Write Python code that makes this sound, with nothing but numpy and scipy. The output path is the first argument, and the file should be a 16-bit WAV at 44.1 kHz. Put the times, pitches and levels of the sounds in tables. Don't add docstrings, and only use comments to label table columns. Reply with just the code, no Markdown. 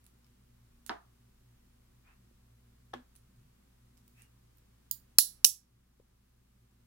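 import sys
import numpy as np
from scipy import signal
from scipy.fft import rfft, irfft
from scipy.io import wavfile

SR = 44100
rng = np.random.default_rng(int(sys.argv[2]) if len(sys.argv) > 2 else 0)


def waveform_to_disk(signal):
    frames = np.transpose(np.atleast_2d(signal))
    scaled = np.clip(frames, -1, 1) * 32767
    samples = np.round(scaled).astype(np.int16)
    wavfile.write(sys.argv[1], SR, samples)


def elevation(decibels):
    levels = np.asarray(decibels, float)
    return 10 ** (levels / 20)


N = 302526

# (frequency [Hz], side minus mid [dB])
SIDE_WIDTH = [(60, -20.5), (130, -8.5), (290, -5.5), (640, 7), (1410, -4), (3100, 2), (6820, 0), (15000, 1)]
# (time [s], peak [dB], left minus right [dB], chatter length [s])
PIN_LANDING = [
    (2.934, -40, -9, 0.0075),
    (2.9372, -30, 5, 0.00383),
    (2.944, -35, -13, 0.0066),
]


def evened(x):
    return x / np.sqrt(np.mean(x ** 2) + 1e-20)


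def read(points, hz):
    f, value = np.transpose(points)
    return np.interp(np.log(hz + 1), np.log(f + 1), value)


def add(mix, s, sound):
    part = mix[:, round(s * SR):][:, :sound.shape[1]]
    part += sound[:, :part.shape[1]]


def band(x, lo_hz, hi_hz):
    return signal.sosfilt(signal.butter(2, [lo_hz, hi_hz], "bandpass", fs=SR, output="sos"), x)


def resonator(x, width_hz, rate):
    r = np.exp(-np.pi * width_hz / rate)
    return signal.lfilter([1], [1, -2 * r, r * r], x)


def causal(colour, pings=()):
    # (frequency [Hz], left minus right [dB])
    port_shading = [(300, -1), (1000, -1), (3000, .5), (5000, -2), (8000, -10), (14000, -15)]
    left_lag = 3
    hz = abs(np.fft.fftfreq(2048, 1 / SR))
    lift_db = sum(db / (1 + (2 * (hz - f) / width) ** 2) for f, width, db in pings)
    shading_db = np.outer([.5, -.5], read(port_shading, hz))
    log_gain = np.log(elevation(np.maximum(read(colour, hz), -70) + lift_db + shading_db))
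    minimum_phase = np.exp(np.conj(signal.hilbert(log_gain)))
    left, right = np.fft.ifft(minimum_phase).real[:, :1024]
    return np.array([np.roll(left, left_lag), right])


def contact(peak_db, pan_db, chatter_s, response):
    same = 0.18
    t = np.arange(800) / SR
    shared, left, right = rng.standard_normal((3, len(t)))
    chatter = same * shared + (1 - same) * np.array([left, right])
    shocks = chatter * np.exp(-(t / chatter_s) ** 2)
    shocks[:, 0] = 3
    sound = signal.fftconvolve(response, shocks, axes=1)
    return elevation(peak_db + np.array([[pan_db], [0]])) * sound / abs(sound[1]).max()


def walls(colour, db, liveliness=1., rise_s=.006, bend=0.87, pings=()):
    # (frequency [Hz], t60 [s])
    room_decay = [(250, 0.084), (1000, 0.34), (2500, 0.22), (5000, 0.25), (11000, 0.21), (16000, 0.2)]
    hz, t, (mid, side) = signal.stft(rng.standard_normal((2, 16384)), SR, nperseg=128)
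    side = side * elevation(read(SIDE_WIDTH, hz))[:, None]
    t60 = liveliness * read(room_decay, hz)[:, None]
    decay_db = -60 * (t / t60) ** bend
    tail = signal.istft(np.array([mid + side, mid - side]) * elevation(decay_db - 3), SR, nperseg=128)[1]
    tail = tail * (1 - np.exp(-(np.arange(tail.shape[1]) / SR / rise_s) ** 2))
    response = causal(colour, pings)
    return elevation(db) * signal.fftconvolve(tail, response / np.linalg.norm(response[1]), axes=1)


def struck(contacts, colour, rings, far):
    out, response, t = np.zeros((2, N)), causal(colour), np.arange(8000) / SR
    first_s, first_db = contacts[0][:2]
    for s, peak_db, pan_db, chatter_s in contacts:
        add(out, s, contact(peak_db, pan_db, chatter_s, response))
    for hz, db, t60, pan_db in rings:
        decay = elevation(first_db + db - 60 * t / t60)
        ring = decay * np.sin(2 * np.pi * hz * t) * (1 - np.exp(-t / .0005))
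        add(out, first_s, elevation(np.array([[pan_db], [0]])) * ring)
    add(out, first_s, far)
    return out


def noise(colour, db):
    hz = np.fft.rfftfreq(N, 1 / SR)
    spectra = rfft(rng.standard_normal((2, N))) * elevation(read(colour, hz))
    mid, side = irfft(spectra * elevation([0 * hz, read(SIDE_WIDTH, hz)]), N)
    return elevation(db) * np.array([mid + side, mid - side]) / np.std(mid)


def hiss():
    # (frequency [Hz], density [dB per Hz])
    hiss_colour = [(150, -29.5), (260, -8.5), (367, -5.5), (444, -13.5), (484, -12), (617, -18.5),
                   (1150, -14), (2410, -20), (3240, -22), (14300, -25.5), (16100, -28.5)]
    return noise(hiss_colour, db=-75.5)


def rumble():
    # (frequency [Hz], density [dB per Hz])
    rumble_colour = [(8, -12), (20, 0), (45, -11.5), (85, -5.5), (140, -6.5), (270, -8), (330, -34)]
    return noise(rumble_colour, db=-72.5)


def hum():
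    # (frequency [Hz], level [dB], waver width [Hz])
    hum_lines = [
        (30.5, -74, 4.69),
        (58.6, -67.5, 1.75),
        (118.6, -68.5, 10),
        (193, -78, 10),
        (238.3, -78.5, 3),
    ]
    step = 64
    t, slow, out = np.arange(N) / SR, np.arange(0, N + step, step) / SR, 0
    for line_hz, db, width_hz in hum_lines:
        waver = resonator(rng.standard_normal((2, len(slow))), width_hz, SR / step)
        a, b = evened(waver)
        steady = np.clip(1.6 / width_hz, 0, 1)
        in_phase = steady + (1 - steady) * np.interp(t, slow, a)
        quadrature = (1 - steady) * np.interp(t, slow, b)
        turn = 2 * np.pi * line_hz * t
        out = out + elevation(db) * evened(in_phase * np.cos(turn) + quadrature * np.sin(turn))
    return out


def desk():
    # (start [s], length [s], first level [dB], last level [dB])
    groan = (3.25, .28, -70, -61)
    s, length, first_db, last_db = groan
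    out, count = np.zeros((2, N)), round(length * SR)
    moan = evened(band(rng.standard_normal(SR), lo_hz=118.4, hi_hz=136))[:count]
    moan = moan * elevation(np.linspace(first_db, last_db, count))
    add(out, s, np.array([moan, moan]) * signal.windows.tukey(count, .2))
    return out


def slide():
    # (start [s], length [s], level [dB])
    stroke = (3.99, .3, -79)
    s, length, db = stroke
    out, count = np.zeros((2, N)), round(length * SR)
    fizz = evened(band(rng.standard_normal((2, SR)), lo_hz=4530, hi_hz=16000))[:, :count]
    add(out, s, elevation(db) * fizz * signal.windows.tukey(count, .6))
    return out


def peel():
    # (time of most pressure [s], level [dB], final squeak [Hz], fizz [dB], low rustle [dB])
    hand_peels = [
        (2.09, -72.5, 2656, -14, 4.5),
        (4.204, -69, 2840, -1.5, -6.5),
    ]
    rise_s, fall_s = .028, .04
    squeak_start, squeak_width_hz, squeak_db = .9, 130, -1
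    t, out = np.arange(-.2, .3, 1 / SR), np.zeros((2, N))
    pressure = np.exp(-(t / np.where(t < 0, rise_s, fall_s)) ** 2 / 2)
    climb = squeak_start + (1 - squeak_start) * (1 + np.tanh(t / rise_s)) / 2
    for s, db, hz, fizz_db, low_db in hand_peels:
        a, b, c, d, e = rng.standard_normal((5, 2, len(t)))
        turn = np.exp(2j * np.pi * np.cumsum(hz * climb) / SR)
        fuzz = resonator(a + 1j * b, squeak_width_hz, SR)
        squeak = elevation(squeak_db) * evened((turn * fuzz).real)
        dull = evened(band(c, lo_hz=1700, hi_hz=2730))
        low = elevation(low_db) * evened(band(d, lo_hz=774, hi_hz=1770))
        fizz = elevation(fizz_db) * evened(band(e, lo_hz=4530, hi_hz=16090))
        add(out, s + t[0], elevation(db) * pressure * (squeak + dull + low + fizz))
    return out


def palm_thumps():
    # (time [s], peak [dB], left minus right [dB], chatter length [s])
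    palm_contacts = [
        (5.999, -48, 0, .003),
        (2.31, -58, 0, .008),
    ]
    # (frequency [Hz], density [dB per Hz])
    palm_colour = [(120, -5), (300, 1), (500, -0.5), (800, -14), (1500, -28), (4000, -35), (9000, -59)]
    return struck(palm_contacts, palm_colour, [], walls(palm_colour, db=-66.0))


def pin_ticks():
    # (time [s], peak [dB], left minus right [dB], strongest ring [Hz], wide shock under the ring [dB])
    taps = [(0.042, -53, 3, 9260, -7), (0.053, -58, 0, 10300, -15), (0.0648, -48.5, 4, 9800, -4),
            (0.187, -65, -5, 12900, -17), (0.245, -63, 11, 5340, -16), (0.266, -59, 3, 2260, -8),
            (0.8636, -33.5, -10.5, 9600, -5), (3.153, -56.5, 11, 9600, -16), (3.1597, -52.5, 7, 10200, -12),
            (3.1636, -46.5, -16, 9700, -11), (3.3614, -63, 0, 4300, -13), (3.9715, -56, -4, 5300, -12),
            (3.9765, -54, -1, 7200, -4), (4.079, -52, 7, 15600, -13), (4.22, -47, -5, 9000, -11),
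            (4.5714, -56, -6, 14200, -19), (4.583, -54.5, 4, 15600, -6)]
    spread = .07
    out = np.zeros((2, N))
    for s, peak_db, pan_db, hz, wide_db in taps:
        colour = [(600, -26), (1200, wide_db - 7), ((1 - spread) * hz, wide_db), (hz, 0),
                  ((1 + spread) * hz, wide_db), (22000, wide_db - 11.5)]
        add(out, s, contact(peak_db + 5.0, pan_db, chatter_s=.0024, response=causal(colour)))
        add(out, s, walls(colour, db=peak_db - 12.5, liveliness=0.75))
    return out


def table_knock():
    # (time [s], peak [dB], left minus right [dB], chatter length [s])
    knock_contacts = [
        (.8948, -17, 0.0032, 0.00011),
        (.8976, -32.5, 0.0082, 0.00053),
        (.8992, -29, 0, 0.00048),
    ]
    # (frequency [Hz], density [dB per Hz])
    wood = [(88, -39.5), (150, -13.5), (360, -0.5), (600, -15.5), (1250, 3), (1750, 4), (2300, -14),
            (3300, -7.5), (5500, -12), (7000, -37), (16000, -44.5)]
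    wood_far = [(88, -22), (280, 1), (448, -2), (534, -12), (689, -3), (905, -7.5), (1120, -7.5),
                (1240, -6.5), (1790, -10), (2600, -21.5), (3550, -23), (5000, -29.5), (16000, -61.5)]
    # (frequency [Hz], level under the peak [dB], t60 [s], left minus right [dB])
    wood_rings = [(940, -17, .07, 0), (1620, -24, .05, 0)]
    far = walls(wood_far, db=-32.5, liveliness=0.86, rise_s=0.0059, bend=1.0)
    return struck(knock_contacts, wood, wood_rings, far)


def tray_boom():
    # (frequency [Hz], level [dB], t60 [s], rise [s], damped after [s])
    hollow = (248, -44, .45, .022, .1)
    hz, db, t60, rise_s, damped_s = hollow
    t, out = np.arange(9000) / SR, np.zeros((2, N))
    swell = (1 - np.exp(-(t / rise_s) ** 2)) * np.exp(-(t / damped_s) ** 8)
    ring = elevation(db - 60 * t / t60) * swell * np.sin(2 * np.pi * hz * t)
    add(out, PIN_LANDING[0][0], np.array([ring, ring]))
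    return out


def pin_drop():
    # (frequency [Hz], density [dB per Hz])
    tray = [(88, -44), (150, -7), (1150, 0.5), (1480, -4.5), (1780, -5.5), (2570, -20), (2920, -18),
            (3260, -4.5), (4070, -18), (5870, -22), (7050, -47), (9110, -31), (12000, -35), (15600, -44.5),
            (22000, -62)]
    tray_far = [(180, -50), (300, 5.5), (523, -6), (639, -11), (757, -11), (1380, -13), (1720, -16),
                (2450, -19), (3280, -21), (4400, -27), (12000, -45), (15600, -67), (22000, -120)]
    # (frequency [Hz], level under the peak [dB], t60 [s], left minus right [dB])
    tray_rings = [(3390, -11, 0.052, 0.1), (1727, -4, 0.068, 0.1), (785, -4, 0.055, 4),
                  (1106, 1, 0.053, 0.1)]
    # (frequency [Hz], width [Hz], lift [dB])
    tray_pings = [(3250, 200, 6.6), (1690, 120, 9)]
    far = walls(tray_far, db=-45.5, liveliness=0.77, rise_s=0.0032, bend=1.34, pings=tray_pings)
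    return struck(PIN_LANDING, tray, tray_rings, far)


def tip_tweak():
    # (time [s], peak [dB], left minus right [dB], chatter length [s])
    tip_contacts = [
        (4.9116, -14.5, 0.042, 0.0014),
        (4.9126, -9, -1.5, 0.0025),
    ]
    # (frequency [Hz], density [dB per Hz])
    tip_steel = [(530, -80), (900, -35), (2510, -31.5), (3240, -12.5), (3830, -21.5), (5510, -8),
                 (6220, -19.5), (6850, -2.5), (8310, -14), (9600, -8.5), (10200, -18), (12100, 1),
                 (13300, -15.5), (15200, 1.5), (16100, -11)]
    tip_steel_far = [(880, -57), (1500, -30), (2280, -21), (2420, -33), (3010, -10.5), (4750, -8.5),
                     (6220, -17), (6930, -5.5), (8290, -15), (9530, -4.5), (10300, -14), (11700, -7),
                     (16100, -2)]
    # (frequency [Hz], level under the peak [dB], t60 [s], left minus right [dB])
    tip_rings = [(4805, -27.5, 0.06, -3), (6760, -25.5, 0.091, -17), (9900, -35, .15, -15),
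                 (12270, -24, 0.04, -18), (14350, -23.5, .08, -16), (15430, -19, .07, -18)]
    # (frequency [Hz], width [Hz], lift [dB])
    tip_pings = [(4870, 100, 9), (6920, 80, 8), (9500, 150, 7), (12150, 100, 12), (14200, 250, 5.5),
                 (3300, 1200, -8)]
    far = walls(tip_steel_far, db=-27.5, liveliness=0.88, pings=tip_pings)
    return struck(tip_contacts, tip_steel, tip_rings, far)


def first_snap():
    # (time [s], peak [dB], left minus right [dB], chatter length [s])
    snap_contacts = [
        (5.1846, 5, 7, 0.0036),
        (5.1862, -4.5, -3, 0.0022),
        (5.1881, 9.5, -4, 0.0012),
        (5.1929, -1, -4, .0007),
        (5.1953, -7.5, -7.5, 0.00065),
    ]
    # (frequency [Hz], density [dB per Hz])
    jaws = [(60, -65), (400, -32.5), (1300, -42.5), (2100, -18.5), (3400, -28.5), (4200, -2.5),
            (4900, -7.5), (5600, -1), (6450, -18), (7100, -7), (9000, -11.5), (11200, -3), (13000, -13.5),
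            (15200, -2), (16300, -11.5)]
    jaws_far = [(290, -69.5), (500, -25), (650, -51.5), (785, -32), (1130, -43), (1800, -28), (2400, -46.5),
                (2660, -25), (2990, -12), (4120, -9), (5580, -14), (9700, -11), (10900, -3), (12600, -14.5),
                (16100, -13)]
    # (frequency [Hz], level under the peak [dB], t60 [s], left minus right [dB])
    jaw_rings = [(4207, -23.5, 0.03, 3), (4570, -42.5, 0.2, -5.5), (5697, -33.5, 0.18, -6),
                 (7126, -34, 0.17, -7.5), (11010, -29.5, 0.23, -10.5), (10240, -34.5, .15, -9),
                 (11590, -32, .13, -10), (10437, -33, .12, -9.5)]
    # (frequency [Hz], width [Hz], lift [dB])
    jaw_pings = [(4225, 90, 8), (5600, 180, 10), (7140, 90, 7), (8050, 120, 4.5), (10350, 120, 2),
                 (11000, 250, 5.5), (14600, 500, 3.5), (3200, 900, -11.5)]
    far = walls(jaws_far, db=-11.0, liveliness=0.99, rise_s=0.0093, pings=jaw_pings)
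    return struck(snap_contacts, jaws, jaw_rings, far)


def second_snap():
    # (time [s], peak [dB], left minus right [dB], chatter length [s])
    snap_contacts = [
        (5.4453, 5, -2, 0.0016),
        (5.448, 2, 5.5, 0.0019),
        (5.4493, 3.5, -0.5, .0022),
        (5.4563, -9.5, -8.5, .001),
    ]
    # (frequency [Hz], density [dB per Hz])
    jaws = [(59, -58), (130, -32.5), (1370, -26.5), (2090, -26.5), (2940, -4.5), (3490, -19.5), (3720, -6),
            (4900, -4), (5600, 2.5), (7670, -7.5), (9090, -6.5), (11200, -4.5), (13600, -23.5), (14800, -6),
            (16100, -12.5)]
    jaws_far = [(290, -67), (500, -26.5), (679, -76), (730, -54), (1030, -42), (2170, -32.5), (2620, -19.5),
                (4830, -11), (5420, -5.5), (8270, -6.5), (9290, -14), (11100, -2), (13000, -19.5),
                (14400, -7), (16100, -15)]
    # (frequency [Hz], level under the peak [dB], t60 [s], left minus right [dB])
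    jaw_rings = [(5440, -20, 0.051, -5), (11970, -32.5, .17, -10.5), (11390, -16.5, 0.041, -7.5),
                 (14040, -16.5, .02, -11), (15300, -14.5, .025, -17)]
    # (frequency [Hz], width [Hz], lift [dB])
    jaw_pings = [(5670, 310, 6.5), (8500, 300, 3), (11150, 190, 8), (14600, 411, 4)]
    far = walls(jaws_far, db=-16.5, liveliness=0.96, rise_s=0.01, bend=1.1, pings=jaw_pings)
    return struck(snap_contacts, jaws, jaw_rings, far)


def scene():
    floor = hiss() + rumble() + hum()
    handling = desk() + slide() + peel() + palm_thumps()
    small_hits = pin_ticks() + table_knock() + tray_boom() + pin_drop()
    tweezers = tip_tweak() + first_snap() + second_snap()
    return floor + handling + small_hits + tweezers


def roll_off(x):
    return signal.sosfilt(signal.butter(12, 16290, fs=SR, output="sos"), x)


def record(dry):
    # (time [s], step [dB])
    gain_steps = [
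        (5.19, 0.04),
        (5.455, -5),
    ]
    gain_db, back_off_s, recover_db_per_s = -1.12, .06, 1.9
    for s, step_db in gain_steps:
        since = np.maximum(np.arange(N) / SR - s, 0)
        gain_db = gain_db + step_db * (1 - np.exp(-since / back_off_s))
        gain_db = gain_db + recover_db_per_s * since / 2
    clipped = np.clip(dry * elevation(gain_db), -.97, .97)
    band_limit = signal.firwin(255, 16350, window=("kaiser", 8), fs=SR)
    return roll_off(signal.oaconvolve(clipped, band_limit[None], "same"))


dry = scene()
out = record(dry)
waveform_to_disk(out)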